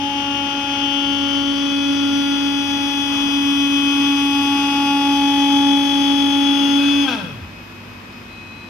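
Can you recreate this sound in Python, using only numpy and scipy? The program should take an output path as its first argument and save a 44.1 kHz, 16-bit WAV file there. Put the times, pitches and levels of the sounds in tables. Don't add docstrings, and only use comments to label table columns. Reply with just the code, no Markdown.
import sys
import numpy as np
from scipy import signal
from scipy.fft import rfft, irfft, next_fast_len
from scipy.io import wavfile
from scipy.ndimage import map_coordinates

SR = 44100
rng = np.random.default_rng(int(sys.argv[2]) if len(sys.argv) > 2 else 0)


def file_out(sig):
    cols = np.atleast_2d(sig).T
    lim = np.clip(cols, -1, 1)
    pcm = np.round(lim * 32767).astype(np.int16)
    wavfile.write(sys.argv[1], SR, pcm)


N = 383229
TIME = np.arange(N) / SR

# (time [s], stroke rate [Hz])
SPEED = [(0, 281.5), (1.2, 280.3), (2.3, 281.5), (4.9, 281.7), (6.27, 280.8), (6.74, 281.5), (6.92, 284.3),
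         (7.04, 282.3)]
# (time [s], closeness [0-1])
CLOSENESS = [(.5, 0.43), (1.5, 0.58), (2.4, 0.77), (4.4, 1), (7, 0.91)]
# (time [s], depth [0-1])
BELT_RATTLE = [(0, 0.28), (3, 0), (4.9, 0.24), (5.35, 0.9), (6.3, 1), (6.9, 0.54)]
# (time [s], clatter [dB], hum [dB])
JOLTS = [(7.085, -22.5, -41), (7.115, -23, -52), (7.143, -26.5, -31), (7.24, -35.5, -37), (7.425, -52, -36)]

CUTTING_HZ, SWITCH_OFF_HZ = SPEED[0][1], SPEED[-1][1]
BELT_RATIO, MOTOR_RATIO = .173, .606
LIFT_S, OFF_S = 6.78, 7.04
RISE_S = .015


def amp(db):
    return 10 ** (np.asarray(db) / 20)


def unit(x):
    return x / np.sqrt(np.mean(x ** 2) + 1e-20)


def along(points, hz):
    f, v = np.transpose(points)
    return np.interp(np.log(hz + 1), np.log(f + 1), v)


def curves(rows):
    times, *columns = np.transpose(rows)
    return [np.interp(TIME, times, column) for column in columns]


def wobble(rate):
    coarse = TIME[::32]
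    knots = rng.standard_normal(int(TIME[-1] * rate) + 4)
    return np.interp(TIME, coarse, map_coordinates(knots, [coarse * rate]))


def burst(peak_s, db, db_per_s):
    age = TIME - peak_s
    return np.clip(1 + age / RISE_S, 0, 1) * amp(db - db_per_s * np.maximum(age, 0))


def filtered(x, response):
    size = next_fast_len(N + SR // 2)
    return irfft(rfft(x, size) * response(np.fft.rfftfreq(size, 1 / SR)), size)[..., :N]


def widen(pair):
    # (frequency [Hz], left-right likeness [0-1])
    likeness = [(90, .999), (300, 0.73), (1000, 0.075), (2500, 0.043), (10000, 0.017)]
    turn = lambda hz: np.arccos(np.clip(along(likeness, hz), -1, 1)) / 2
    mid, side = filtered(pair, lambda hz: np.array([np.cos(turn(hz)), np.sin(turn(hz))]))
    return np.array([mid + side, mid - side])


def rush(spectrum):
    return unit(widen(filtered(rng.standard_normal((2, N)), lambda hz: amp(along(spectrum, hz)))))


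def ports(x, balance):
    return filtered(x, lambda hz: 2 / (1 + amp(np.outer([-1, 1], along(balance, hz)))))


def stroke_rate(coast_s=.63):
    powered, = curves(SPEED)
    coast_left = np.clip(1 - (TIME - OFF_S) / coast_s, 1e-3, 1)
    return powered * coast_left ** 1.2


def flutter(angle, belt, motor, loose):
    lap, turn = rng.uniform(0, 2 * np.pi, 2)
    cyclic = belt * np.sin(BELT_RATIO * angle + lap) + motor * np.sin(MOTOR_RATIO * angle + turn)
    return cyclic + loose * wobble(120)


def head_shake(angle, speed, throb_hz=7.5, drop_db=21, drop_s=.077):
    # (time [s], level [dB])
    hum_levels = [(0.0, -26), (0.66, -28), (1.04, -23), (2.14, -19), (2.96, -24.5), (3.47, -19),
                  (4.0, -17.5), (4.71, -19.5), (5.76, -15.5), (5.82, -18), (6.9, -16), (7.04, -18)]
    # (time [s], left lead [rad])
    phase_lead = [(.4, 0.36), (1.2, -0.67), (2.2, -0.89), (4.7, -0.26), (6, -0.63)]
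    level_db, = curves(hum_levels)
    lead = curves(phase_lead)[0] * speed / CUTTING_HZ
    sunk = 1 - np.exp(-(np.maximum(TIME - OFF_S, 0) / drop_s) ** 2)
    throb = amp(-38.5) * np.cos(2 * np.pi * throb_hz * (TIME - .045) + 0.45 * TIME * wobble(1.46))
    gain = (amp(level_db + 0.39 * wobble(9)) + throb) * amp(-drop_db * sunk)
    gain += sum(burst(s, db, db_per_s=300) for s, _, db in JOLTS)
    slowed = np.clip(1 - speed / SWITCH_OFF_HZ, 0, .3)
    lurch = amp(slowed * (11 * wobble(45) - 8.5))
    tone = np.sqrt(2) * np.sin([angle + lead / 2, angle - lead / 2]) / np.cos(lead / 2)
    return gain * lurch * tone * (1 + flutter(angle, belt=0.028, motor=0.0029, loose=0.012))


def leading_overtones(lift_takes_s=.06):
    # (time [s], levels of orders 2, 3, 4, 5 [dB])
    body = [(0.0, -50, -27, -49, -47), (0.05, -41, -26.5, -50, -52), (0.26, -41.5, -28.5, -39.5, -39.5),
            (0.88, -40, -29.5, -45, -38.5), (1.45, -38.5, -35.5, -41, -36.5), (1.59, -39, -40.5, -44, -41),
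            (2.23, -43, -36.5, -46, -35.5), (2.85, -45.5, -32, -48.5, -42), (3.55, -53, -38.5, -39.5, -43),
            (3.7, -47, -39.5, -39, -40.5), (4.51, -56, -26.5, -35, -39.5), (4.92, -43, -23.5, -36, -36.5),
            (5.37, -43.5, -23, -41, -48), (5.61, -41, -23.5, -41, -42), (5.82, -41, -26, -45, -47),
            (6.74, -41, -31, -48, -37)]
    # (time [s], levels of orders 9, 10, 11, 12 [dB])
    ringing = [(0.0, -42, -32.5, -33.5, -37), (0.34, -37, -27, -31, -35.5),
               (0.67, -33.5, -32.5, -30, -31.5), (0.9, -37, -26, -25.5, -29), (1.41, -48, -31, -26.5, -31),
               (1.76, -31, -46, -33, -28), (2.1, -35.5, -39, -33, -29), (2.81, -32, -43, -35.5, -26.5),
               (3.85, -27, -40, -30, -26), (4.99, -29, -34.5, -39, -27.5), (5.14, -30, -46, -32.5, -27.5),
               (5.63, -33.5, -64, -33, -24), (6.7, -36, -32, -33.5, -24), (6.74, -39, -39, -32, -24.5)]
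    orders = (2, 3, 4, 5, 9, 10, 11, 12)
    lift_db = (-7, -3, 5, -6, 5, -2, -3, 0)
    lifted = np.clip((TIME - LIFT_S) / lift_takes_s + .5, 0, 1)
    cutting = curves(body) + curves(ringing)
    return {k: db + change * lifted for k, db, change in zip(orders, cutting, lift_db)}


def whine(angle, speed, count=40, throb_hz=7):
    # (frequency [Hz], relative level [dB])
    buzz = [(1690, -4), (1970, -1), (2250, 0), (3650, -2.5), (3940, -11), (4220, -10.5), (4500, -2.5),
            (4780, 1), (5060, -1), (5620, -4), (5900, -1), (6190, -3), (6470, -4), (6750, -15), (7000, -28),
            (8400, -30), (9400, -31), (11000, -34)]
    # (time [s], gain in each of four bands [dB])
    edge_gains = [(.5, -8, -8, -1, -9), (1.3, 1, -4, 1, -6), (2.3, 3, -1, 2, -4), (4, -5, 0, -1, -2),
                  (4.8, -4, 2, -2, -4), (5.5, -1, 0, -2, 3), (6.5, -2, -2, -4, 1)]
    edge_hz = (4500, 4900, 5900, 6450)
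    near, = curves(CLOSENESS)
    rattle, = curves(BELT_RATTLE)
    edge_db = curves(edge_gains)
    leading = leading_overtones()
    timing = flutter(angle, belt=0.098, motor=0.033, loose=0.071)
    force = 1 + flutter(angle, belt=0.028, motor=0.023, loose=0.06)
    slowed_db = 20 * np.log10(np.minimum(speed / SWITCH_OFF_HZ, 1))
    crank = angle + .22 * np.clip(-slowed_db, 0, 1) * wobble(70)
    throb = 2 * np.pi * throb_hz * TIME + 1.4 * wobble(2.16)
    out = np.zeros((2, N))
    for k in range(2, count + 1):
        hz = k * CUTTING_HZ
        if k in leading:
            level_db = leading[k] + .5 * wobble(14) + 0.3 * wobble(4.03)
        else:
            level_db = -45.5 + 2 * near + along(buzz, hz) + wobble(1.08) + 1.24 * wobble(12)
        if 16 <= k <= 23:
            level_db += edge_db[np.argmin(np.abs(np.subtract(edge_hz, hz)))]
        level_db += min(0.061 * k, 1.3) * np.sin(throb + rng.normal(0, 1))
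        level_db += min(k, 12) * slowed_db
        spread = min(0.058 * k, .7) * wobble(0.4)
        phase = k * crank + min(k / 10, 1) * timing + rng.uniform(0, 2 * np.pi)
        phase = phase + np.array([spread, -spread])
        beat = rattle * (0.1 + 0.57 * (k in (6, 11)))
        out += np.sqrt(2) * amp(level_db) * (np.sin(phase) + beat * np.sin(phase + BELT_RATIO * angle))
    return out * force


def side_tones(angle, speed, count=24, scatter_db=3.2):
    # (frequency [Hz], relative level [dB])
    rasp = [(330, -47.5), (800, -55.5), (2300, -53.5), (3100, -40.5), (3600, -43.5), (4000, -60.5),
            (6500, -66.5), (7000, -103)]
    rattle, = curves(BELT_RATTLE)
    orders = np.arange(1, count + 1)
    stroke = np.exp(1j * angle).astype(np.complex64)
    out = np.zeros(N)
    for offset in (BELT_RATIO, -BELT_RATIO, MOTOR_RATIO, 1 - MOTOR_RATIO):
        level_db = along(rasp, (orders + offset) * CUTTING_HZ) + rng.normal(0, scatter_db, count)
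        phasors = amp(level_db) * np.exp(2j * np.pi * rng.random(count))
        series = np.polyval(phasors[::-1].astype(np.complex64), stroke)
        out += np.real(series * np.exp(1j * (1 + offset) * angle))
    return np.sqrt(2) * amp(-15 + 6 * rattle) * out * np.minimum(speed / CUTTING_HZ, 1) ** 6


def blade_friction(angle, speed, catch_s=3.1):
    # (frequency [Hz], relative density [dB])
    rub_colour = [(60, -48), (170, -3.5), (260, 11), (420, -4), (700, -7), (1200, 1.5), (1900, -4.5),
                  (2600, 1.5), (3400, -1.5), (4000, -13.5), (5000, -5.5), (6400, -7.5), (7100, -32),
                  (14000, -55)]
    hiss_colour = [(5000, -53), (7500, -8), (9400, 4.5), (11000, -1.5), (14000, -5.5)]
    scrape_colour = [(600, -10), (1000, 1), (1300, -5), (2000, -36)]
    near, = curves(CLOSENESS)
    puffs = 1 + 0.051 * np.cos(angle) + flutter(angle, belt=0.074, motor=0.073, loose=0.031)
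    rub = amp(-35.5 + 3 * near + 1.1 * wobble(10)) * rush(rub_colour)
    hiss = amp(-61.5 + 17 * near + 0.32 * wobble(12)) * rush(hiss_colour)
    scrape = burst(catch_s, db=-34.5, db_per_s=23) * rush(scrape_colour)
    return (rub + hiss + scrape) * puffs * (speed / speed.max()) ** 2.6


def reverb(x):
    # (frequency [Hz], time to fall 60 dB [s])
    decay = [(200, 0.59), (2500, 0.75), (10000, 0.23)]
    hz, t, noise = signal.stft(rng.standard_normal((2, SR)), SR, nperseg=256)
    tail = signal.istft(noise * amp(-60 * t / along(decay, hz)[:, None]), SR, nperseg=256)[1]
    return widen(signal.fftconvolve(x, tail / np.linalg.norm(tail[0]), axes=1)[:, :N])


def knife(stall_hz=88):
    # (frequency [Hz], left over right [dB])
    balance = [(330, 0), (560, 9.5), (800, 0.5), (1400, 0.5), (2000, 5), (2550, 8), (2800, 11), (3150, 35),
               (3450, 6.5), (3900, 4.5), (6000, 7.5), (8000, -3), (12000, -17)]
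    speed = stroke_rate()
    angle = 2 * np.pi * np.cumsum(speed) / SR
    running = np.clip(2 * speed / stall_hz - 1, 0, 1)
    tone = (head_shake(angle, speed) + whine(angle, speed) + side_tones(angle, speed)) * running
    noise = blade_clatter(angle) * running + blade_friction(angle, speed)
    coasting = np.clip((TIME - OFF_S) / 0.05, 0, 1)
    echo = amp(-6) * reverb(noise) + amp(-6.5) * coasting * reverb(tone)
    return ports(tone + noise + echo, balance)


def ventilation():
    # (frequency [Hz], relative density [dB])
    air_colour = [(22, -32), (45, -15), (82, -8.5), (151, -8), (225, -4.5), (420, -13.5), (684, -16.5),
                  (966, -12), (1700, -16), (2400, -15), (4370, -25.5), (5260, -26.5), (8030, -39.5),
                  (14000, -41.5)]
    return amp(-38 + 0.43 * wobble(3.9)) * rush(air_colour)


def mains_hum():
    # (frequency [Hz], level [dB])
    tones = [(49.8, -54.5), (99.8, -46.5), (200, -53), (242, -48.5), (340, -55)]
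    out = np.zeros(N)
    for hz, db in tones:
        out += amp(db + 1.7 * wobble(7)) * np.sin(2 * np.pi * hz * TIME + hz / 250 * wobble(12))
    return np.sqrt(2) * out


def blade_clatter(angle):
    # (frequency [Hz], width [Hz], relative level [dB])
    modes = [(450, 300, -5), (880, 110, 2.5), (1340, 70, 6), (1585, 39, 8.5), (2568, 84, 6.5),
             (3230, 580, -15), (3325, 134, 4.5), (5830, 1700, -19), (10000, 3600, -43)]

    def head(f):
        return sum((-1) ** k * amp(db) * 1j * f * width / (hz * hz - f * f + 1j * f * width)
                   for k, (hz, width, db) in enumerate(modes))

    settling = burst(LIFT_S + RISE_S, db=-26, db_per_s=44)
    force = np.max([settling] + [burst(s, db, db_per_s=144) for s, db, _ in JOLTS], axis=0)
    half_stroke = np.floor(angle / np.pi)
    ends = np.diff(half_stroke, prepend=0)
    blows = ends * (2.8 * (half_stroke % 2) + rng.standard_normal(N) + .5 * rng.standard_normal((2, N)))
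    return force * unit(filtered(blows, head))


def servos(fade_s=.069):
    # (frequency [Hz], start [s], end [s], level [dB])
    tones = [(2530, 7.25, 8.3, -47), (2530, 8.3, 9, -41.5), (5060, 7.25, 8.3, -63), (4010, 8.3, 9, -54),
             (11983, 7.2, 8.3, -68)]
    out = np.zeros(N)
    for hz, start, end, db in tones:
        gate = np.clip(np.minimum(TIME - start, end - TIME) / fade_s + .5, 0, 1)
        out += gate * amp(db + 2 * wobble(19)) * np.sin(2 * np.pi * hz * TIME)
    return np.sqrt(2) * out


def scene():
    # (frequency [Hz], left over right [dB])
    balance = [(400, -0.5), (1800, 1.5), (2500, 4.5), (3300, 10), (4200, 3), (5400, 7), (8000, -2),
               (12000, -12)]
    return knife() + ports(ventilation() + mains_hum() + servos(), balance)


def record(dry, top_hz=14300):
    return filtered(dry, lambda hz: np.clip((top_hz - hz) / 50, 0, 1))


dry = scene()
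out = record(dry)
file_out(out)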